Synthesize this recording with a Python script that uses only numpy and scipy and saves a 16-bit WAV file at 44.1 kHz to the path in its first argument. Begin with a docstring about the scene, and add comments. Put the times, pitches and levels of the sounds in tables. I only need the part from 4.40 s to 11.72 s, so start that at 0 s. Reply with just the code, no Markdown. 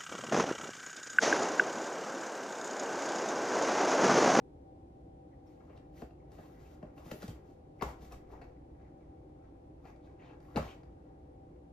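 """Scraping, squeaks, knocks and thumps: a cat in a cardboard box bites and tugs at a flap; paws and fur rub
the walls and the box knocks on a wooden floor. Clicks ring the card, filtered noise makes hiss and squeaks,
and sagging sines make thumps. The small room adds echoes and hums: dull airy noise, a low rumble that
swells, and two thin appliance tones. Two spaced microphones hear it."""
import sys
import numpy as np
from scipy import signal
from scipy.fft import rfft, irfft, next_fast_len
from scipy.io import wavfile

SR = 44100
rng = np.random.default_rng(int(sys.argv[2]) if len(sys.argv) > 2 else 0)


def log_audio(samples):
    """Write samples as a 16-bit WAV file to the path given in sys.argv[1]."""
    # one column per channel
    frames = np.atleast_2d(samples).T
    # limit to full scale, then quantise
    limited = np.clip(frames, -1, 1)
    pcm = np.round(limited * 32767).astype(np.int16)
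    wavfile.write(sys.argv[1], SR, pcm)


N = 322812   # length in samples


def from_db(db):
    """Turn a level in dB into a gain."""
    return 10 ** (np.asarray(db) / 20)


def rms_one(x):
    """Scale a sound to rms 1."""
    return x / np.sqrt(np.mean(x ** 2) + 1e-20)


def in_time(rows):
    """Draw straight lines through (time, value) points, one value a sample."""
    s, values = np.transpose(rows)
    return np.interp(np.arange(N) / SR, s, values)


def at_hz(points, hz):
    """Read a (frequency, value) table along a log frequency axis."""
    table_hz, values = np.transpose(points)
    return np.interp(np.log(hz + 1), np.log(table_hz), values)


def coloured(x, spectrum):
    """Filter a sound by a (frequency, level) table."""
    size = next_fast_len(N)
    gain = from_db(at_hz(spectrum, np.fft.rfftfreq(size, 1 / SR)))
    return irfft(rfft(x, size) * gain, size)[..., :N]


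def slow_noise(shape, cutoff_hz, fs=SR):
    """Random wandering: white noise with only its slow part kept."""
    lowpass = signal.butter(2, cutoff_hz, fs=fs, output="sos")
    return signal.sosfilt(lowpass, rng.standard_normal(shape))


def ring(clicks, hz, t60):
    """A resonator: a unit click starts a sine that falls 60 dB in t60 seconds."""
    r = from_db(-60 / (max(t60, 1e-3) * SR))
    w = 2 * np.pi * hz / SR
    return signal.lfilter([0, np.sin(w)], [1, -2 * r * np.cos(w), r * r], clicks + 1e-18)


def grains(per_s, spread_db):
    """Random clicks of uneven size and either sign, rms 1."""
    sizes = from_db(spread_db * np.minimum(rng.exponential(1, N), 4)) * rng.choice([-1, 1], N)
    return rms_one(sizes * (rng.random(N) < per_s / SR))


def hum():
    """Airy noise, a low resonance driven by noise, and sine tones that waver a little."""
    # room noise common to both sides, relative spectrum: [f/Hz, level/dB]
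    mid_spectrum = [(12, -71), (20, -41.5), (49, -4), (68, 0.5), (112, -6), (148, -2.5), (219, -14),
                    (306, -2), (465, -16.5), (506, -13.5), (687, -21), (789, -20), (1200, -40.5),
                    (8650, -58), (11500, -59), (12500, -70), (15500, -73)]
    # its left-right difference, relative spectrum: [f/Hz, level/dB]
    side_spectrum = [(25, -21), (59, -25.5), (100, -21), (403, -8), (497, -7.5), (530, -7), (727, -19.5),
                     (792, -16), (843, -15.5), (1230, -25), (1620, -32.5), (11500, -52.5), (12500, -70),
                     (15500, -57)]
    # swelling of the low rumble: [t/s, level/dB]
    rumble_level = [(0, -60.5), (1.3, -67.5), (2.5, -61), (2.95, -65.5), (3.97, -52), (4.4, -62),
                    (5.1, -61.5), (6.24, -61), (7.32, -66.5)]
    # appliance tones, levels before the waver: [f/Hz, left level/dB, right level/dB, left leads/rad]
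    tones = [(500, -65.5, -78, 2.46), (773, -65.5, -68.5, 2.15)]
    waver_db, wavers_hz = 2.5, 6
    mid = from_db(-55) * rms_one(coloured(rng.standard_normal(N), mid_spectrum))
    side = from_db(-65.5) * rms_one(coloured(rng.standard_normal(N), side_spectrum))
    rumble = rms_one(ring(rng.standard_normal(N), hz=57.2, t60=0.4))
    out = mid + from_db(in_time(rumble_level)) * rumble + side * [[1], [-1]]
    for hz, left_db, right_db, lead in tones:
        turn = 2 * np.pi * hz * np.arange(N) / SR
        waver = from_db(waver_db * rms_one(slow_noise(N, wavers_hz)))
        sides = from_db([[left_db], [right_db]])
        out += np.sqrt(2) * waver * sides * np.sin(turn + [[lead], [0]])
    return out


def stroke(s, hold, level_db, rise, fall):
    """Power of events that rise, hold and fall at set dB per second; where they overlap, powers add."""
    power, t = np.zeros(N), np.arange(N) / SR
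    for at, held, db in np.broadcast(s, hold, level_db):
        # work only where the event is within 60 dB of full
        near = slice(max(int((at - 60 / rise) * SR), 0), int((at + held + 60 / fall) * SR))
        before = rise * (at - t[near])
        after = fall * (t[near] - at - held)
        power[near] += from_db(db - np.maximum(0, np.maximum(before, after))) ** 2
    return power


def rubbing():
    """Each catch of a claw or tooth rings one small patch of card for a few cycles; fibres and fur hiss."""
    # paws, teeth and fur drag over the card; t is when a stroke is full, sizzle is relative to hiss:
    # [t/s, held/s, scrape level/dB, hiss level/dB, finest sizzle level/dB]
    strokes = [(1.07, 0.072, -82, -82, -8), (1.2, 0.11, -72.5, -89, -7), (1.33, 0.044, -69.5, -88, -4),
               (1.57, 0.041, -73, -69, -5.5), (1.93, 0.13, -71.5, -74, -5.5), (2.05, 0.11, -73, -79, -4),
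               (2.2, 0.14, -73.5, -75, -6.5), (2.43, 0.013, -65.5, -87, -7), (2.585, 0.007, -65, -71.5, -4),
               (2.653, 0.057, -62.5, -67, -4.5), (2.74, 0.041, -82, -69.5, 2.5),
               (2.82, 0.019, -75, -60.5, -5.5), (2.88, 0.016, -64, -64.5, -4), (3.061, 0.055, -79, -81, -8),
               (3.44, 0.053, -55.5, -63, -6.5), (3.62, 0.035, -75, -67.5, -7.5),
               (3.722, 0.011, -62.5, -67, -4.5), (3.918, 0.0059, -59.5, -74.5, -7),
               (4.02, 0.025, -65, -87, -1), (4.4, 0.064, -73, -105, -10), (4.61, 0.027, -73, -105, -12),
               (5.04, 0.01, -71, -102, -10), (5.455, 0.035, -63.5, -77, -7.5), (5.65, 0.024, -71, -82, -13),
               (5.82, 0.1, -67, -86, -11), (6.03, 0.12, -71, -81.5, -4), (6.18, 0.012, -46.5, -63.5, -6),
               (6.225, 0.043, -58.5, -66, -8), (6.295, 0.018, -75, -69, -11), (6.435, 0.024, -85, -94, -8)]
    # the card rips all at once: [t/s, scrape level/dB, hiss level/dB]
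    rips = [(1.62, -50.5, -83), (2.716, -50, -48), (2.839, -68, -64), (3.425, -33, -42.5),
            (6.174, -34, -47)]
    # fur brushes the walls throughout: [t/s, level/dB]
    shifting = [(0.7, -88), (1.2, -82.5), (2.9, -72.5), (3.3, -82.5), (3.6, -73.5), (4.2, -80),
                (5.3, -81.5), (6.3, -72.5), (6.8, -81), (7.3, -83.5)]
    # relative spectrum of the scrape: [f/Hz, level/dB]
    scrape_spectrum = [(500, -3), (850, -4.5), (1150, -5.5), (1600, -6), (2200, -7), (3000, -17.5),
                       (4500, -19), (7000, -14.5), (12000, -59)]
    # relative spectrum of the hiss: [f/Hz, level/dB]
    hiss_spectrum = [(1800, 2), (3000, -0.5), (6000, -3), (8500, -3.5), (12000, -69)]
    stroke_rise, scrape_fall, hiss_fall = 442, 171, 242   # dB per s; the hiss stops sooner than the scrape
    rip_rise, rip_fall = 2500, 1800   # dB per s
    rip_sizzle_db = -7.5   # against the hiss of the rip
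    patchy_db, patches_per_s = 4.5, 12.6   # each patch is caught now more, now less
    clumps_db, clumps_per_s = 1, 83   # strokes come in clumps
    snaps_db = -0.5   # single fibres snapping, against the catches
    step = 64   # samples for which a patch keeps its favour

    catches = grains(per_s=2000., spread_db=1.5)
    patches_hz = np.geomspace(700, 6500, 28)
    dealt = rng.integers(0, 28, N)   # the patch that each sample's catch would hit
    favour = rms_one(slow_noise((28, N // step + 1), patches_per_s, fs=SR / step))
    catches = catches * from_db(patchy_db * favour[dealt, np.arange(N) // step])
    rings = sum(ring(catches * (dealt == k), hz, 16 / hz) for k, hz in enumerate(patches_hz))

    snaps = grains(per_s=300., spread_db=3.0)
    # each snap rings four patches at once, more briefly
    snapping = sum(ring(snaps * (dealt % 7 == k % 7), hz, 6 / hz) for k, hz in enumerate(patches_hz))
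    rings = rms_one(rings) + from_db(snaps_db) * rms_one(snapping)

    fibres = grains(per_s=12000., spread_db=1.8)
    sizzle = signal.sosfilt(signal.butter(4, 9300, "high", fs=SR, output="sos"), fibres)

    s, hold, scrape_db, hiss_db, fine_db = np.transpose(strokes)
    rip_s, rip_scrape_db, rip_hiss_db = np.transpose(rips)
    clumps = from_db(clumps_db * rms_one(slow_noise(N, clumps_per_s)))

    def effort(stroke_db, rip_db, fall=hiss_fall):
        """Power of strokes and rips together."""
        stroke_power = stroke(s, hold, stroke_db, stroke_rise, fall) * clumps ** 2
        return stroke_power + stroke(rip_s, 0, rip_db, rip_rise, rip_fall)

    scrape_power = effort(scrape_db, rip_scrape_db, scrape_fall) + from_db(in_time(shifting)) ** 2
    hiss_power = effort(hiss_db, rip_hiss_db)
    sizzle_power = effort(hiss_db + fine_db, rip_hiss_db + rip_sizzle_db)
    return (np.sqrt(scrape_power) * rms_one(coloured(rings, scrape_spectrum))
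            + np.sqrt(hiss_power) * rms_one(coloured(fibres, hiss_spectrum))
            + np.sqrt(sizzle_power) * rms_one(sizzle))


def squeaks():
    """A claw or tooth sticks and slips on the card: a gliding band of friction noise in a rounded stroke."""
    # squeaks (narrow) and rasps (wide), level before the rounding, pitch at the start:
    # [t/s, length/s, level/dB, f/Hz, width/Hz]
    squeak_rows = [(0.911, 0.063, -81, 1960, 350), (1.066, 0.027, -84, 5600, 500),
                   (1.295, 0.058, -77, 2265, 1200), (1.363, 0.034, -75, 3720, 1500),
                   (1.568, 0.041, -73, 2190, 1000), (1.98, 0.063, -71, 1750, 400),
                   (2.143, 0.065, -76, 1920, 400), (2.245, 0.045, -74.5, 2640, 400),
                   (2.575, 0.021, -73, 2740, 900), (2.9, 0.024, -72, 3370, 400),
                   (3.396, 0.026, -63, 2290, 350), (3.437, 0.07, -50, 960, 248),
                   (3.928, 0.03, -57, 930, 254), (4.015, 0.027, -66.5, 2464, 500),
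                   (4.016, 0.021, -73, 4620, 350), (4.434, 0.067, -80.5, 2110, 350),
                   (4.603, 0.052, -83, 2360, 250), (5.021, 0.049, -78, 1390, 500),
                   (5.439, 0.15, -76, 2346, 590), (5.624, 0.06, -83, 4000, 1800),
                   (5.79, .11, -68.5, 2255, 1100), (5.814, 0.15, -78.5, 3760, 1800),
                   (5.878, 0.069, -72.5, 2704, 940), (6.159, 0.21, -69, 3820, 1500),
                   (6.265, 0.099, -63.5, 2620, 1300)]
    sag = .12   # share of the pitch lost as the claw slows
    out = np.zeros(N)
    for s, length, level_db, hz, width_hz in squeak_rows:
        n, at = int(length * SR), int(s * SR)
        # the filter runs in for 2000 samples that are dropped
        flutter = slow_noise((2, n + 2000), width_hz / 2)[:, -n:]
        turn = 2 * np.pi * np.cumsum(hz * np.linspace(1, 1 - sag, n)) / SR
        band = rms_one(flutter[0] * np.sin(turn) + flutter[1] * np.cos(turn))
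        rounded = np.sin(np.pi * np.linspace(0, 1, n) ** .55)
        out[at:at + n] += from_db(level_db) * band * rounded
    return out


def knocks():
    """Soft card gives way in a short burst of contacts; each strikes every mode above 300 Hz with its own
    strength, while the lower modes get one late push."""
    # knocks and tugs; level is a base for all modes, low modes and crack are relative to it, hardness tilts
    # the other modes, f is the pitch favoured by the struck spot:
    # [t/s, level/dB, low modes/dB, crack/dB, hardness/dB per octave, f/Hz]
    knock_rows = [(1.298, -49.5, -16, -35, 0.5, 605), (1.376, -57, -7, -8, 7.5, 2210),
                  (1.62, -38, -18.5, -35, 1, 677), (1.707, -58, -22, -21, 4.5, 3040),
                  (1.918, -53.5, -7.5, -8, 1, 700), (1.969, -58, -18, -23, -9, 1500),
                  (1.986, -44.5, -5.5, -35, 0.5, 660), (2.428, -41, -9, -30, 0, 610),
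                  (2.579, -45, -18, -17, 0, 2600), (2.659, -50, -2.5, -21, 2, 1100),
                  (2.7142, -37.5, -8, -9.5, 3.5, 2700), (2.737, -52.5, 2, -20, -16, 607),
                  (2.821, -41.5, -12, -9, 2, 1700), (2.828, -42, -12, -12, 5.5, 1450),
                  (2.88, -47.5, -3, -1, -9.5, 796), (2.894, -56, 4, 0, 6.5, 3000),
                  (3.412, -34, -29, -42, 4, 1150), (3.422, -29.5, -18.5, -21, 1.5, 2200),
                  (3.457, -45, -7.5, -29, 4, 850), (3.622, -51, -9, -15, -6, 2000),
                  (3.722, -43, -29, -6, 1, 1100), (3.893, -55, -21, -19, -5, 800),
                  (3.923, -50.5, -21, -36, -7, 810), (4.017, -44.5, -41, -19, -1, 1860),
                  (5.454, -50, -28, -33, 4.5, 790), (5.56, -57.5, -10, -13, 0, 605),
                  (6.003, -55.5, -29, -13, 4, 690), (6.154, -46.5, -30, -33, -15, 500),
                  (6.16, -30, -9.5, -14.5, 4.5, 4000), (6.165, -34, -37, -22, 8.5, 1210),
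                  (6.176, -31, -10.5, -31, -3, 603), (6.195, -45, -1, -35, 6, 1890),
                  (6.433, -55, -28, -16, 5.5, 2010)]
    # modes of the box walls and the air inside, level relative, t60 before a cap: [f/Hz, level/dB, t60/s]
    modes = [(155.6, 12, 0.13), (231.4, 11, 0.17), (237, 9.5, 0.045), (320, -7, 0.046), (393, 2, 0.09),
             (436, 6.5, 0.028), (554, -1, 0.049), (624, -0.5, 0.034), (764, 2.5, 0.019), (850, -7, 0.089),
             (1110, -4, 0.018), (1164, -9.5, 0.11), (1250, -13.5, 0.037), (1458, -8.5, 0.033),
             (1750, -7, 0.018), (1940, -21.5, 0.043), (2060, -21.5, 0.025), (2714, -13.5, 0.015),
             (3160, -25, 0.014), (4000, -20.5, 0.0083), (4700, -18, 0.036), (5480, -25.5, 0.0085)]
    contact_s = 0.00567   # length of the burst of contacts
    late_s = 0.00531   # the big walls follow the contact a moment later
    spot_db, spot_octaves = 8.5, 0.21   # lift and width of the favoured modes
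    s, base_db, weight_db, crack_db, hardness, spot_hz = np.transpose(knock_rows)
    # four contacts: the first on time, the others at random places in the burst
    slips = (np.arange(4) + rng.random((len(s), 4)) * [0, 1, 1, 1]) / 4
    at = ((s[:, None] + slips * contact_s) * SR).astype(int)
    signs = np.where(slips > 0, rng.choice([-1, 1], at.shape), 1)
    push = signs * from_db(-15 * np.sqrt(slips))   # later contacts are weaker
    out = np.zeros(N)
    for k, (hz, level_db, t60) in enumerate(modes):
        blow_db, clicks = base_db + level_db - 9.0, np.zeros(N)
        if hz < 300:   # slow modes feel the burst as one push
            uneven_db = rng.normal(0, 2.2, len(s))
            clicks[at[:, 0] + int(late_s * SR)] = from_db(blow_db + weight_db + 3 + uneven_db)
        else:
            blow_db = blow_db + hardness * np.log2(hz / 800)
            blow_db = blow_db + spot_db * np.exp(-(np.log2(hz / spot_hz) / spot_octaves) ** 2)
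            uneven_db = rng.normal(0, 1.44, at.shape)
            np.add.at(clicks, at, push * from_db(blow_db[:, None] + uneven_db))
        # damped card: t60 lasts 40 cycles at most; every other mode is flipped
        out += (-1) ** k * ring(clicks, hz, min(t60, 40 / hz))
    # fibres snapping: bright noise that dies in a few ms
    snap = np.zeros(N)
    snap[at[:, 0]] = from_db(base_db + crack_db)
    snap = signal.lfilter([1], [1, -np.exp(-1 / (0.0038 * SR))], snap)
    bright = signal.butter(4, [2000, 9000], "band", fs=SR, output="sos")
    return out + signal.sosfilt(bright, snap * rng.standard_normal(N))


def thumps():
    """A wall caves in with a few cycles that swell, sag in pitch and die."""
    # [t/s, peak level of the swell/dB, first f/Hz, time to fall an octave/s]
    thump_rows = [(1.6195, -51, 770, 0.03), (1.623, -46, 350, 0.025), (1.627, -38.5, 268, 0.11),
                  (2.43, -43, 265, 0.025), (2.7155, -35.5, 587, 0.038), (2.718, -37.5, 294, 0.026),
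                  (2.828, -43.5, 600, 0.047), (2.839, -36.5, 232, 0.03), (2.888, -35, 197, 0.013),
                  (3.421, -28.5, 795, 0.05), (3.422, -30.5, 283, 0.014), (3.426, -28.5, 430, 0.063),
                  (3.935, -53, 694, 0.022), (5.454, -57, 800, 0.03), (6.158, -28.5, 530, 0.016),
                  (6.165, -23.5, 284, 0.017), (6.175, -29, 890, 0.017), (6.179, -32, 538, 0.02),
                  (6.199, -42, 110, 0.059), (6.249, -45, 135, 0.083)]
    swell_cycles = 1.19   # cycles of the first pitch until a thump is loudest
    out, t = np.zeros(N), np.arange(SR // 8) / SR
    for s, level_db, hz, octave_s in thump_rows:
        cycles = hz * octave_s / np.log(2) * (1 - 2 ** (-t / octave_s))
        grown = t * hz / swell_cycles
        swell = grown * np.exp(1 - grown)   # reaches 1 at its peak
        out[int(s * SR):][:len(t)] += from_db(level_db) * swell * np.sin(2 * np.pi * cycles)
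    return out


def booms():
    """The box rocks on the floor: the heavy boards swing up slowly and ring low."""
    # level before the slow rise lowers it: [t/s, level/dB]
    boom_rows = [(1.631, -45.5), (2.919, -45), (3.438, -36.5), (6.175, -37)]
    # ringing of the floor: [f/Hz, t60/s, rise/s]
    floorboard = (64, .45, .012)
    hz, t60, rise = floorboard
    t, out = np.arange(N) / SR, np.zeros(N)
    for s, level_db in boom_rows:
        after = np.clip(t - s, 0, None)
        fade = from_db(level_db - 60 * after / t60)
        out += fade * (1 - np.exp(-after / rise)) * np.sin(2 * np.pi * hz * after)
    return out


def ports(x):
    """The near sound at the two microphone ports: unequal in level and phase."""
    # box louder on the left, values below 0 count as 0: [f/Hz, level/dB]
    lean = [(200, -2), (400, 3.5), (1300, 10), (2400, 3), (5000, -9)]
    # phase between the ports: [f/Hz, left leads/rad]
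    left_leads = [(150, 0.063), (400, 0.16), (1400, 1.03), (2200, 6.85), (5500, 7.22), (8300, 9.17),
                  (15000, 5.05)]
    size = next_fast_len(N)
    hz = np.fft.rfftfreq(size, 1 / SR)
    # half of the difference goes to each side
    half = from_db(np.clip(at_hz(lean, hz), 0, None) / 2) * np.exp(.5j * at_hz(left_leads, hz))
    return irfft(rfft(x, size) * np.array([half, 1 / half]), size)[:, :N]


def room(x):
    """Dense echoes above the bass that die by octave band; long waves reach both microphones alike."""
    # time for the echoes to fall 60 dB: [f/Hz, t60/s]
    room_t60 = [(350, 0.36), (1000, 0.26), (4000, 0.27), (12000, 0.19)]
    t = np.arange(SR // 2) / SR
    tails = np.zeros((2, len(t)))
    for low in 250 * 2. ** np.arange(7):
        band = signal.butter(2, [low, min(2 * low, SR * .49)], "band", fs=SR, output="sos")
        fade = from_db(-60 * t / at_hz(room_t60, low * np.sqrt(2)))
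        tails += signal.sosfilt(band, rng.standard_normal(tails.shape)) * fade
    # the echoes fade in over 2.1 ms
    tails *= np.clip(t / 0.0021, 0, 1) / np.sqrt(np.sum(tails[0] ** 2))
    # the left-right difference loses its low part
    tails[1] = signal.sosfilt(signal.butter(4, 444, "high", fs=SR, output="sos"), tails[1])
    mid, side = signal.fftconvolve(x[None], tails, axes=1)[:, :N]
    return np.array([mid + side, mid - side])


def scene():
    """The box is heard directly and through the room; thumps, floor booms and hum add no echoes."""
    box = knocks() + rubbing() + squeaks()
    room_db = -5
    return ports(box + thumps()) + from_db(room_db) * room(box) + booms() + hum()


def record(dry):
    """The top is cut steeply near 15.8 kHz."""
    return signal.sosfilt(signal.cheby2(20, 70, 15800, fs=SR, output="sos"), dry)


dry = scene()
out = record(dry)
log_audio(out)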